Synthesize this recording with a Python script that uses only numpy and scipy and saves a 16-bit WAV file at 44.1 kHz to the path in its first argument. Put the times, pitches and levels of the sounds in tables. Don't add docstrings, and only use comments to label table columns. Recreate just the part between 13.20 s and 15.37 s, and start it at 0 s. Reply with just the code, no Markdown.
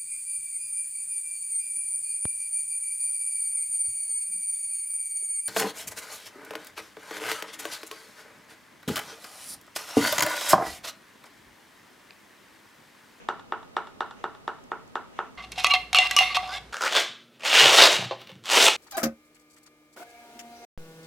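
import sys
import numpy as np
from scipy import signal
from scipy.fft import rfft, irfft, next_fast_len
from scipy.io import wavfile

SR = 44100
rng = np.random.default_rng(int(sys.argv[2]) if len(sys.argv) > 2 else 0)


def file_out(sig):
    cols = np.atleast_2d(sig).T
    lim = np.clip(cols, -1, 1)
    pcm = np.round(lim * 32767).astype(np.int16)
    wavfile.write(sys.argv[1], SR, pcm)


N = 95917
T = np.arange(N) / SR
SIZE = next_fast_len(N + SR)
HZ = np.fft.rfftfreq(SIZE, 1 / SR)
LN_60_DB = np.log(1000)

# f/Hz, side minus mid level/dB
DIFFUSE_SIDE = [(300, -3), (700, -16), (1200, -11), (3500, -4), (7000, -9.5)]


def amp(db):
    return 10 ** (np.asarray(db) / 20)


def along(points, hz=HZ):
    f, value = np.transpose(points)
    return np.interp(np.log(hz + 1), np.log(f + 1), value)


def delay(seconds):
    return np.exp(-2j * np.pi * HZ * seconds)


def decay(t, t60):
    return np.exp(-LN_60_DB * t / t60)


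def swell(centre, width):
    return np.exp(-((T - centre) / width) ** 2)


def pan(db):
    return amp(np.array([[db], [-db]]) / 2)


def sound(spectrum):
    return irfft(spectrum, SIZE)[..., :N]


def spread(pair, side_db):
    mid, side = pair[0], amp(side_db) * pair[1]
    return np.array([mid + side, mid - side]) / np.sqrt(1 + amp(side_db) ** 2)


def noise(colour, side_db=0):
    white = rfft(rng.standard_normal((2, SIZE)))
    x = sound(spread(white, side_db) * amp(along(colour)))
    return x / x.std()


def room_tone():
    # f/Hz, level/dB
    tone_colour = [(25, -5.5), (60, -8.5), (130, -6.5), (265, -1.5), (330, -9), (400, -6), (700, -10),
                   (1250, -14), (1600, -17), (2200, -20), (4000, -25), (8000, -31.5), (15500, -40)]
    # f/Hz, side minus mid level/dB
    tone_side = [(30, 14), (90, 4), (170, 4.5), (300, 0.5), (1000, 3), (3000, 3.5), (8000, 2.5)]
    return amp(-50.5) * noise(tone_colour, along(tone_side))


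def hums():
    # centre t/s, level/dB
    hum_swells = [(.01, -53.5), (1.016, -52.5)]
    hum_hz, width_s = 479, 0.021
    envelope = sum(amp(db) * swell(t, width_s) for t, db in hum_swells)
    return envelope * np.sin(2 * np.pi * hum_hz * T)


def swishes():
    # centre t/s, width/s, level/dB
    swish_swells = [(0.019, 0.065, -54), (1.005, 0.036, -55), (1.972, 0.035, -55), (2.04, 0.067, -60.5)]
    # f/Hz, level/dB
    swish_colour = [(1000, 3), (2800, 4), (4800, -14), (6400, -5), (7400, -15), (9000, -20), (16000, -52)]
    envelope = sum(amp(db) * swell(t, width) for t, width, db in swish_swells)
    return envelope * noise(swish_colour)


def resonances(modes, pitch=1):
    detune, vary_db = .007, .3
    response = 0
    for k, (hz, width, db) in enumerate(modes):
        hz_draw, level_draw = rng.standard_normal(2)
        centre = hz * pitch * (1 + detune * hz_draw)
        gain = (-1) ** k * amp(db + vary_db * level_draw)
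        loss = 1j * HZ * width
        response = response + gain * loss / (centre ** 2 - HZ ** 2 + loss)
    return response


def contact(t, db, bright_db, edge_db, thump_db, pitch=1):
    # nominal f/Hz, bandwidth/Hz, level/dB
    tick_modes = [(2780, 310, 4.5), (3435, 390, 12), (3893, 365, 9.5), (4560, 740, -2), (5530, 700, -5.5),
                  (7480, 490, -4.5)]
    # nominal f/Hz, bandwidth/Hz, level/dB
    body_modes = [(360.7, 111, 20), (591, 74, 22), (856, 201, 28.5), (1298.5, 183, 29.5), (1459, 154, 23),
                  (1799, 143, 21.5)]
    edge_hz, thump_hz, soft_hz, low_cut_hz = 4600, 560, 9700, 91
    body_lag_s = 0.001121
    treble = HZ ** 4 / (HZ ** 4 + edge_hz ** 4)
    bass = thump_hz ** 4 / (HZ ** 4 + thump_hz ** 4)
    high, low = 1j * HZ / soft_hz, 1j * HZ / low_cut_hz
    soft = low / (1 + low) / ((1 + high) * (1 + high + high ** 2))
    tick = resonances(tick_modes, pitch) * amp(bright_db)
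    body = resonances(body_modes) * amp(thump_db * bass)
    body = body * delay(body_lag_s) / (1 + high)
    return amp(db + edge_db * treble) * delay(t) * soft * (tick + body)


def wall_knocks():
    # t/s, strength/dB, tick level/dB, treble edge level/dB, low thump level/dB, tick pitch ratio
    blows = [(0.0868, -9, 0, -2.5, -1.5, 1.013), (0.3218, -11, 1, -15.5, -1, .99),
             (0.5663, -8, 0.5, -6, -3, 1.028), (0.8059, -10, 2, -7.5, -2.5, 1.025),
             (1.04, -12.5, 1, -10, 2.5, 1.015), (1.2776, -11.5, -0.5, -4.5, -1, 1.02),
             (1.5166, -13.5, -5.5, -6, 0.5, .98), (1.7546, -11.5, -1, -2.5, -2, 0.99),
             (1.9888, -10.5, -1, -12, -2, 0.97)]
    return sum(contact(*blow) for blow in blows)


def clutter():
    # f/Hz, level/dB
    scatter_colour = [(300, -22), (1200, -71), (1800, -30.5), (2300, 11.5), (3500, -10.5), (4800, -5),
                      (6200, 8), (7700, -4), (12000, 7)]
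    spray = rng.standard_normal((2, N)) * decay(T, 0.1)
    spray = rfft(spray / np.linalg.norm(spray[0]), SIZE)
    return spread(spray, along(DIFFUSE_SIDE)) * amp(along(scatter_colour))


def wall_echoes():
    # delay/ms, level/dB, left minus right level/dB
    reflections = [(3.45, -22, 0), (5.53, -21, -1), (7.76, -24, 4), (8.75, -16, -4), (10.05, -17, 4),
                   (10.77, -13, 2), (11.43, -15, 0), (13.13, -14, -2), (15.56, -21, -1), (17.85, -14, -2),
                   (19.23, -21, -2), (21.81, -16, -2), (23.79, -20, 1), (27.37, -22, -1), (30.95, -25, 0),
                   (39.32, -22, -1), (42.38, -21, -1), (48.03, -25, 0), (68.84, -25, 0), (76.12, -24, 0)]
    # f/Hz, level/dB
    wall_colour = [(150, 4), (350, 3), (1300, -1), (1500, 6.5), (1850, -17.5), (3000, -25.5), (5000, -42)]
    echoes = sum(amp(db) * pan(lr_db) * delay(ms / 1000) for ms, db, lr_db in reflections)
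    return echoes * amp(along(wall_colour))


def room():
    # f/Hz, level/dB, t60/s
    lingering = [(366.7, -41.5, 0.05), (444.3, -44, 0.26), (652, -95, 0.6), (1255.4, -65, 0.57)]
    # f/Hz, t60/s
    tail_t60 = [(200, 0.43), (900, 0.34), (1350, 0.35), (1800, 0.26), (3500, 0.47), (10000, 0.4)]
    # f/Hz, level/dB
    tail_colour = [(150, -13.5), (400, -5.5), (900, -8), (1280, -6.5), (1500, -1), (1800, -8), (2300, 7),
                   (3500, -10), (4800, -6.5), (7500, -9)]
    start_s, rise_s = .003, 0.003
    hz, frame_t, z = signal.stft(rng.standard_normal((2, SR // 2)), SR, nperseg=256)
    t60 = along(tail_t60, hz)[:, None]
    unit_energy = np.sqrt(2 * LN_60_DB / (t60 * SR))
    tail = signal.istft(z * amp(-60 * frame_t / t60) * unit_energy, SR, nperseg=256)[1]
    t = np.arange(tail.shape[1]) / SR
    rise = 1 - np.exp(-t / rise_s)
    ring = sum(amp(db) * decay(t, life) * np.cos(2 * np.pi * f * t) for f, db, life in lingering)
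    diffuse = spread(rfft(tail * rise, SIZE), along(DIFFUSE_SIDE))
    diffuse = diffuse * amp(along(tail_colour)) * delay(start_s)
    return wall_echoes() + rfft(ring * rise, SIZE) + diffuse


def back_stroke_taps():
    # t/s, strength/dB
    light_taps = [(.1950, -30), (0.429, -33.5), (0.6712, -29), (0.9092, -27), (1.149, -32.5), (1.386, -41)]
    bright_db, edge_db, thump_db = 3, 1, -8
    rebound_s, rebound_db = .0035, -6
    taps = sum(contact(t, db, bright_db, edge_db, thump_db) for t, db in light_taps)
    return taps * (1 + amp(rebound_db) * delay(rebound_s))


def stirring():
    knocks, taps = wall_knocks(), back_stroke_taps()
    tap_room_db = -2
    reflected = (room() + clutter()) * (knocks + amp(tap_room_db) * taps)
    return sound(knocks + taps + reflected)


def paint():
    # t/s, level/dB
    clicks = [(1.4388, -51), (1.678, -54.5), (2.153, -55)]
    # f/Hz, level/dB
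    click_colour = [(500, -30), (3500, -19), (6000, 9), (9000, -6), (13500, -11), (16000, -12)]
    t60_s = 0.017
    pops = sum(amp(db) * (T >= t) * decay(abs(T - t), t60_s) for t, db in clicks)
    return pops * noise(click_colour)


def scene():
    background = room_tone() + hums() + swishes()
    return pan(-0.64) * (background + stirring() + paint())


def record(dry):
    return sound(rfft(dry, SIZE) * (HZ < 15800))


dry = scene()
out = record(dry)
file_out(out)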